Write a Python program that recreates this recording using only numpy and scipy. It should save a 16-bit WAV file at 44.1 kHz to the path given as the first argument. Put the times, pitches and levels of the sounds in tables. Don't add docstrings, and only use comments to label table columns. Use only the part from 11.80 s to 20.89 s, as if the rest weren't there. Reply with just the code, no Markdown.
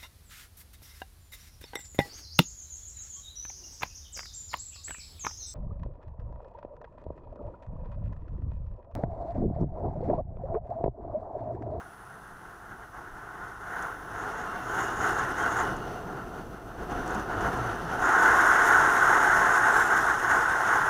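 import sys
import numpy as np
from scipy import signal
from scipy.fft import rfft, irfft, next_fast_len
from scipy.io import wavfile
from scipy.ndimage import uniform_filter1d, map_coordinates

SR = 44100
rng = np.random.default_rng(int(sys.argv[2]) if len(sys.argv) > 2 else 0)


def to_linear_factor(level_db):
    exponent = np.asarray(level_db, float) / 20
    return 10 ** exponent


def unload_audio(sound):
    columns = np.transpose(np.atleast_2d(sound))
    steps = np.round(np.clip(columns, -1, 1) * 32767)
    wavfile.write(sys.argv[1], SR, steps.astype(np.int16))


N = 400869
TIME_S = np.arange(N) / SR

# f/Hz, level per Hz/dB
SIDE_AIR = [(200, -2), (280, -6), (590, -26), (1000, -5.5), (1650, -14), (1850, -14), (2350, -66),
            (3600, -34), (4900, -33), (7800, -40), (11500, -43), (15000, -35)]
HEAD_AIR = [(230, -27), (580, -25), (1250, -7), (1900, -9), (2400, -39.5), (3500, -29), (4800, -43),
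            (7600, -48), (11500, -47), (15000, -48)]
# f/Hz, width/Hz, level in side wind/dB, level in head wind/dB
CAVITIES = [(385, 153, -3.5, -12), (725.6, 67.7, 3, -9.5), (872, 54, -0.5, -2), (1068, 61, -3, -0.5),
            (1358, 200, 1.5, -6), (1505, 150, -22, 3), (2060, 137, -19.5, -21.5), (2880, 550, -20.5, -29.5),
            (3590, 480, -26, -35), (4440, 390, -27, -40), (5410, 420, -29.5, -26.5),
            (6080, 360, -21.5, -25.5), (8930, 2050, -41, -32), (9900, 260, -26, -46),
            (12600, 640, -57, -35)]
SPLITS_HZ = [225, 610, 2350]
# t/s, pressure/dB, direction (0 side, 1 head), shake of the mount/dB
AIRSTREAM = [(0, -49.5, 0.43, -55.5), (1.0, -48, 0.5, -54), (1.77, -42, 0.61, -53),
             (2.28, -41, 0.59, -48.5), (2.42, -36.5, 0.53, -47), (2.85, -37.5, 0.43, -46),
             (2.97, -31.5, 0.57, -43.5), (3.86, -31, 0.54, -42.5), (4.0, -41.5, 0.13, -41.5),
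             (4.45, -41.5, 0.19, -43), (4.94, -48.5, 0.15, -42.5), (5.13, -36, 0.21, -40),
             (5.65, -33.5, 0.31, -43), (6.18, -33.5, 0.35, -41), (6.28, -21.5, 0.7, -44),
             (6.9, -19.5, 0.84, -43), (8.1, -22.5, 0.81, -44.5), (9.09, -25, 0.71, -47)]
MEAN_AIR_DB, MEAN_FACING, MEAN_SHAKE_DB = -35, 0.45, -46
# middle t/s, rise/dB, half length/s
GUSTS = [(0.0, 6, 0.04), (.34, 0.5, .04), (.48, 1.5, 0.055), (.62, 0.5, 0.11), (.915, 2.1, .045),
         (1.04, 1.5, .05), (1.17, 3, .06), (1.38, 0.5, .08), (1.64, 2.5, 0.051), (1.92, 3.5, 0.13),
         (2.03, 6, 0.15), (2.47, 2, 0.058), (3.0, 2.5, 0.047), (3.24, 5.5, 0.12), (3.4, 3.5, 0.027),
         (3.67, 3.5, 0.11), (3.8, 5, .06), (4.4, 1, 0.066), (4.6, 3.5, 0.066), (5.0, 2.5, 0.038),
         (5.12, 2.5, 0.027), (5.35, 1, 0.067), (5.53, 2.5, 0.043), (5.67, 4.5, 0.11), (5.9, 0.5, .06),
         (6.45, 1.5, 0.065), (6.91, 0.5, .1), (7.86, 1, .06), (7.97, 1.5, 0.044), (8.31, 2, .06),
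         (8.53, 2, 0.1), (8.92, 2.5, 0.1)]
# middle t/s, change/dB, half length/s
LULLS = [(0.17, -4, 0.045), (0.406, -1.5, 0.046), (0.556, -2.1, 0.065), (.82, -1.5, 0.061),
         (1.096, -6, 0.056), (1.31, -2.5, .06), (1.773, -3.5, 0.11), (2.22, -3, 0.12), (3.163, -6, 0.11),
         (3.554, -5, 0.043), (3.699, -2.5, 0.032), (4.234, -3, 0.085), (4.49, -4.5, 0.14),
         (4.663, -6.5, 0.1), (4.808, -4.5, 0.065), (4.942, 1, 0.026), (5.076, -5.5, 0.042), (5.15, -4, .03),
         (5.25, -3.5, 0.046), (5.456, -4.5, 0.079), (5.71, -5.5, 0.033), (5.853, -1.5, 0.05),
         (6.008, -5.5, 0.11), (7.127, -1.5, .15), (7.81, -3, 0.04), (7.926, -1.5, .05), (8.07, -2.5, 0.079),
         (8.248, -2.5, 0.085), (8.377, -5, 0.1), (8.456, -2.5, 0.068), (8.723, -2, 0.24)]
# middle t/s, extra level/dB, half length/s
RATTLES = [(2.02, 1, 0.055), (2.4, 8, 0.058), (2.6, 8, .12), (2.87, 8, 0.12), (3.03, 10.5, 0.18),
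           (3.2, 11, 0.12), (3.38, 7, .1), (3.6, 8, .07), (3.72, 9.5, .06), (3.8, 9.5, .06),
           (5.3, 4, 0.084), (5.67, -2, .06), (6.23, 7.5, 0.064), (7.76, 2, 0.11), (7.92, 2, 0.054),
           (8.16, 3, .06), (8.4, 4, .05), (8.53, 3.5, .08)]
# middle t/s, extra level/dB, half length/s
JOLTS = [(.14, -2.1, .15), (.59, 0, .1), (.91, 2.1, 0.093), (1.38, 1, .12), (1.52, -2, 0.088),
         (1.61, 3, .1), (3.22, 2, .1), (3.72, -2, 0.076), (3.9, 4.5, 0.085), (4.8, -8, 0.091),
         (4.93, -5, .07), (5.35, 1.5, 0.13), (5.69, 7, 0.17), (6.08, -0.5, .08), (6.49, 4, 0.13),
         (7.6, 3, 0.14), (7.75, -1.5, .12), (8.0, 0, 0.093), (8.3, -3.5, 0.09), (8.56, 3, 0.097),
         (8.8, -3, 0.11)]
# middle t/s, extra level/dB, half length/s
SPRAYS = [(.1, 1.5, .2), (1.5, -2, 0.33), (2.03, 1.5, .12), (2.75, 0.5, .12), (3.3, 1.5, .12),
          (4.1, 3, .13), (4.35, -2.5, 0.18), (5.2, -0.5, .08), (5.52, -3.5, 0.11), (5.9, 1.5, 0.13),
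          (6.1, 1, 0.087), (6.32, -2.5, 0.18), (6.9, 0.5, .12), (8.0, 3, 0.11), (8.2, 1.5, .08),
          (8.7, 0, 0.078)]
# mean level/dB, then dB per dB of pressure, dB per dB of gust,
# dB per full turn into the wind, dB per dB of shake
HISS_LAW = (-55, 0.86, 0.53, -4, 0.2)
BUZZ_LAW = (-64.5, 1.1644, 1, 6.5, -0.1)
BOOM_LAW = (-43, 0.4559, .5, -5, 0.89)
PORT_LAW = (-69, 0.73, 0.2, 4, -0.5)
# f/Hz, width/Hz, level/dB
SHELL = [(6670, 640, 3), (7290, 210, -9)]
# t/s, f/Hz, level/dB
LOW_WHISTLE = [(2.38, 2780, -69), (2.48, 2720, -66), (2.66, 2820, -62), (2.84, 2720, -66),
               (2.99, 2870, -59), (3.05, 2850, -55), (3.15, 2880, -64), (3.27, 2790, -55),
               (3.36, 2755, -62), (3.42, 2770, -59), (3.55, 2880, -61), (3.67, 2815, -53.5),
               (3.73, 2830, -62), (3.84, 2960, -59), (3.95, 2880, -59), (4.08, 2800, -67),
               (4.22, 2840, -71), (4.45, 2700, -70)]
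HIGH_WHISTLE = [(6.75, 8300, -60), (7.02, 8150, -60), (7.45, 7980, -61), (7.9, 8190, -57),
                (7.95, 7400, -53), (8.0, 7450, -47), (8.1, 7390, -55), (8.42, 7800, -68), (8.55, 7750, -63),
                (8.92, 7620, -68)]
# middle t/s, rise/Hz, half length/s
LOW_FLIPS = [(2.9, 350, 0.065), (3.22, 272, 0.055), (3.497, 100.6, .07), (3.615, 369, 0.051)]
HIGH_FLIPS = [(7.099, 153, .06), (7.84, 150, .08), (8.53, 428, 0.087), (8.71, 503, .07)]
# middle t/s, half length/s, start f/Hz, end f/Hz, level/dB
CHIRPS = [(7.752, .02, 7250, 7270, -52), (7.975, .035, 7380, 7600, -52), (8.03, .04, 7450, 7350, -53),
          (8.285, 0.054, 7760, 7900, -58), (8.54, .035, 8300, 8150, -55), (8.585, .025, 8150, 8000, -58),
          (8.63, 0.0347, 7850, 7700, -60), (8.71, .04, 8050, 8350, -56), (8.78, .03, 7750, 7700, -60),
          (8.915, 0.019, 8400, 8200, -53)]
# f/Hz, level per Hz/dB
RUMBLE = [(12, -23), (22, 2.5), (55, 0), (82, -1.5), (120, 3), (160, -2), (200, 0), (235, -16.5),
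          (300, -41.5)]
# t/s, peak level/dB, f/Hz
BUMPS = [
    (.5, -51, 18),
    (1.29, -44, 21),
    (5.33, -36, 210),
    (5.555, -35, 100),
    (5.61, -42, 52),
    (5.667, -35, 119),
    (5.74, -39, 275),
    (6.009, -36, 164),
]
# t/s, peak level/dB
TICKS = [(2.022, -42), (2.973, -48), (2.9899, -48), (3.0294, -42), (3.1695, -48), (3.211, -48),
         (3.3057, -40), (3.3292, -42), (3.3466, -44), (3.3875, -41), (3.4379, -45), (3.5804, -44),
         (3.626, -41), (3.6914, -49), (3.7682, -40), (3.8001, -43), (3.9647, -46), (5.1106, -50),
         (5.2623, -50), (5.2762, -43), (5.3057, -46), (5.3456, -42), (5.3955, -47), (5.607, -45),
         (5.6743, -47), (5.7716, -45)]
# t/s, firing f/Hz, first order level/dB, second order level/dB
ENGINE = [(0, 56, -68, -65), (2.3, 48.75, -56.5, -65), (3.3, 55.9, -63, -51.5), (4, 59.54, -71, -63),
          (5.2, 48.1, -46.5, -60), (5.62, 58.3, -48, -60), (5.68, 60, -44, -46), (5.76, 59.2, -45, -43),
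          (5.83, 58.9, -48, -36), (5.92, 57.3, -45, -39.5), (5.97, 57.3, -52, -60), (7, 59.7, -62, -57),
          (7.6, 59.7, -60, -57), (8.3, 61.3, -53, -54), (9.1, 64, -59, -55)]
# start t/s, end t/s, level/dB
STORING = [
    (1.83, 2.39, -77.5),
    (2.66, 3.42, -76.5),
    (3.68, 3.93, -79),
    (8.83, 9.2, -71),
]
# f/Hz, width/Hz, level/dB
STORING_BANDS = [(15000, 750, 8), (10560, 380, 6)]
# f/Hz, level/dB
EDGE = [(14900, 0), (15250, -2), (15740, -8), (15800, -50)]


def read(points, hz):
    f, value = np.transpose(points)
    return np.interp(np.log(hz + 1), np.log(f + 1), value)


def curve(rows):
    s, *columns = np.transpose(np.vstack(rows))
    return [np.interp(TIME_S, s, column) for column in columns]


def swells(rows):
    return sum(height * np.cos(np.pi / 2 * np.clip((TIME_S - s) / half, -1, 1)) ** 2
               for s, height, half in rows)


def gusting():
    return swells(GUSTS + LULLS)


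def follow(law):
    mean_db, per_air, per_gust, per_turn, per_shake = law
    air_db, facing, shake_db = curve(AIRSTREAM)
    steady_db = mean_db + per_air * (air_db - MEAN_AIR_DB) + per_gust * gusting()
    return steady_db + per_turn * (facing - MEAN_FACING) + per_shake * (shake_db - MEAN_SHAKE_DB)


def gate(start, end, fade):
    return np.clip(np.minimum(TIME_S - start, end - TIME_S) / fade, 0, 1)


def evened(x):
    return x / np.sqrt(np.mean(x ** 2) + 1e-20)


def filtered(x, gain):
    size = next_fast_len(N)
    return irfft(rfft(x, size) * gain(np.fft.rfftfreq(size, 1 / SR)), size)[..., :N]


def drift(low_hz, high_hz):
    def slow_part(hz):
        return (hz > low_hz) / np.sqrt(hz + 1) / (1 + (hz / high_hz) ** 2)
    return evened(filtered(rng.standard_normal(N), slow_part))


def fuzzy(hz, width_hz, steady=0):
    r = np.exp(-np.pi * width_hz / SR)
    z = rng.standard_normal(N) + 1j * rng.standard_normal(N)
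    for _ in range(2):
        z = signal.lfilter([1], [1, -r], z)
    z = z + steady * np.sqrt(np.mean(np.abs(z) ** 2))
    turn = 2 * np.pi * np.cumsum(hz * np.ones(N)) / SR
    return evened((z * np.exp(1j * turn)).real)


def wind():
    hop, window = 256, 1024
    frames, hz = N // hop + 5, np.fft.rfftfreq(window, 1 / SR)
    frame_s = np.arange(frames) * hop / SR
    air_db, facing, _ = curve(AIRSTREAM)
    gust_db = gusting()
    roar_db = air_db + gust_db
    hiss_db = follow(HISS_LAW) + swells(SPRAYS)
    buzz_db = follow(BUZZ_LAW) + swells(RATTLES)
    boom_db = follow(BOOM_LAW) + 0.42 * swells(JOLTS)
    eddies, surges, crackle = drift(5.8, 130), drift(4.6, 27), drift(12, 300)

    head = np.clip(np.interp(frame_s, TIME_S, facing), -0.2, 1.2)
    side_db, head_db = housing(hz, SIDE_AIR, column=2), housing(hz, HEAD_AIR, column=3)
    colour = to_linear_factor(np.outer(side_db, 1 - head) + np.outer(head_db, head))

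    pitch = 1 + 0.012 * uniform_filter1d(surges, size=2000) + 0.002 * gust_db
    sway = np.interp(frame_s, TIME_S, pitch)
    bins, steps = np.indices(colour.shape)
    colour = map_coordinates(colour, [bins / sway, steps], order=1, mode="nearest")

    fine_db = 1.0 * drift(3.0, 30) + 0.25 * uniform_filter1d(buzz_db - hiss_db + 7.5, size=8000)
    fine_db += 0.4 * swells(SPRAYS) + 1.5 * (facing - MEAN_FACING)
    flutter_db = np.outer(np.clip(hz / 7000 - 0.6, 0, 1), np.interp(frame_s, TIME_S, fine_db))

    a, b, patches = rng.standard_normal((frames, len(hz), 3)).T
    for axis in (0, 1):
        patches = uniform_filter1d(patches, size=12, axis=axis)
    texture = to_linear_factor(0.52 * evened(patches) + flutter_db)

    above = [1 / (1 + (edge / (hz + 1)) ** 12) for edge in SPLITS_HZ]
    layers = [
        (above[1] - above[2], roar_db, 0.37 * eddies + 0.41 * surges),
        (above[0] - above[1], boom_db, 0.45 * eddies + 0.28 * surges),
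        (above[2], hiss_db + 1.5, 0.91 * eddies + 0.13 * surges)]
    out = shell_buzz(buzz_db, crackle, eddies)
    for share, level_db, flicker_db in layers:
        gain = colour * np.sqrt(np.clip(share, 0, 1))[:, None]
        gain = gain / np.linalg.norm(gain, axis=0) * texture
        noise = signal.istft((a + 1j * b) * gain, nperseg=window, noverlap=window - hop)[1][:N]
        out += to_linear_factor(level_db) * evened(noise * to_linear_factor(flicker_db))
    return out


def housing(hz, air, column):
    power = to_linear_factor(read(air, hz)) ** 2
    for row in CAVITIES:
        distance = (hz - row[0]) / (0.72 * row[1])
        power = power + to_linear_factor(row[column]) ** 2 / (1 + distance ** 2) ** 2
    return 10 * np.log10(power)


def shell_buzz(level_db, crackle, eddies):
    ring = sum(to_linear_factor(db) * fuzzy(f, width) for f, width, db in SHELL)
    return to_linear_factor(level_db - 0.5) * evened(ring * to_linear_factor(0.94 * crackle + 0.5 * eddies))


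def rumble():
    shake_db = curve(AIRSTREAM)[2] - 1.14 + swells(JOLTS) + 0.28 * gusting()
    noise = filtered(rng.standard_normal(N), lambda hz: to_linear_factor(read(RUMBLE, hz)))
    out = to_linear_factor(shake_db) * evened(noise)
    for s, db, hz in BUMPS:
        thud = np.exp(-((TIME_S - s - 0.04) / 0.032) ** 2)
        out += to_linear_factor(db) * thud * np.sin(2 * np.pi * hz * (TIME_S - s))
    return out


def whistle(rows, flips, lift_db, width_hz, steady):
    hz, db = curve(rows)
    pitch_hz = (hz + swells(flips)) * (1 + 0.005 * drift(4.3, 33))
    tone = fuzzy(pitch_hz, width_hz, steady)
    sputter_db = 1.5 * drift(6.5, 30)
    return to_linear_factor(db + lift_db + sputter_db) * gate(rows[0][0], rows[-1][0], 0.16) * tone


def chirps():
    mid, half, start_hz, end_hz, _ = np.transpose(CHIRPS)
    glide_s = np.ravel([mid - half, mid + half], "F")
    hz = np.interp(TIME_S, glide_s, np.ravel([start_hz, end_hz], "F"))
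    opening = swells([(s, to_linear_factor(db), reach) for s, reach, _, _, db in CHIRPS])
    return opening * fuzzy(hz, width_hz=200, steady=0.8)


def ticks():
    length = 900
    out, t = np.zeros(N + length), np.arange(length) / SR
    noise = rng.standard_normal((len(TICKS), length))
    for (s, db), grain in zip(TICKS, noise):
        fade = to_linear_factor(db + 7.0 - 60 * t / 0.034)
        out[round(s * SR):][:length] += fade * grain * np.minimum(t / 0.0014, 1)
    snap_band = signal.butter(3, [6100, 9000], "band", fs=SR, output="sos")
    ring_band = signal.butter(2, [5900, 7200], "band", fs=SR, output="sos")
    return 0.5 * signal.sosfilt(snap_band, out[:N]) + 1.55 * signal.sosfilt(ring_band, out[:N])


def port():
    lift_db = sum(2 * gate(start, end, 0.07) for start, end, _ in STORING)
    level_db = follow(PORT_LAW) + lift_db + 1.1 * swells(SPRAYS)
    return to_linear_factor(level_db) * fuzzy(9940, width_hz=300)


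def wall_hiss():
    away_s = np.abs(TIME_S - 0.25)
    return to_linear_factor(-66 - 18 * away_s) * fuzzy(9800, width_hz=550)


def engine():
    hz, first_db, second_db = curve(ENGINE)
    turn = 2 * np.pi * np.cumsum(hz * (1 + 0.032 * drift(2.2, 16))) / SR
    upper = np.sin(2 * turn) + to_linear_factor(-16.5) * np.sin(3 * turn)
    orders = to_linear_factor(first_db) * np.sin(turn) + to_linear_factor(second_db) * upper
    return 1.46 * orders * to_linear_factor(2.2 * drift(4.2, 21))


def electronics():
    hiss = to_linear_factor(-66.5) * rng.standard_normal(N)
    bursts = sum(to_linear_factor(db) * gate(start, end, 0.13) for start, end, db in STORING)
    leak = sum(to_linear_factor(db) * fuzzy(hz, width) for hz, width, db in STORING_BANDS)
    on = np.clip((0.13 - abs((TIME_S - 0.3) % 1 - 0.5)) / 0.01, 0, 1)
    whine_db = -83 + 0.3 * (curve(AIRSTREAM)[0] - MEAN_AIR_DB) + 3
    whine = to_linear_factor(whine_db) * on * np.sin(2 * np.pi * 14830 * TIME_S)
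    return hiss + bursts * leak * to_linear_factor(0.6 * gusting()) + whine


def scene():
    low = whistle(LOW_WHISTLE, LOW_FLIPS, lift_db=1.5, width_hz=60, steady=1.6)
    high = whistle(HIGH_WHISTLE, HIGH_FLIPS, lift_db=-1, width_hz=300, steady=0)
    air = wind() + low + high + chirps() + port() + wall_hiss()
    return (air + rumble() + ticks() + engine())[None]


def low_pass(x):
    return signal.sosfilt(signal.butter(12, 15830, fs=SR, output="sos"), x)


def record(dry):
    mix = filtered(dry + electronics(), lambda hz: to_linear_factor(read(EDGE, hz)))
    return low_pass(mix)


dry = scene()
out = record(dry)
unload_audio(out)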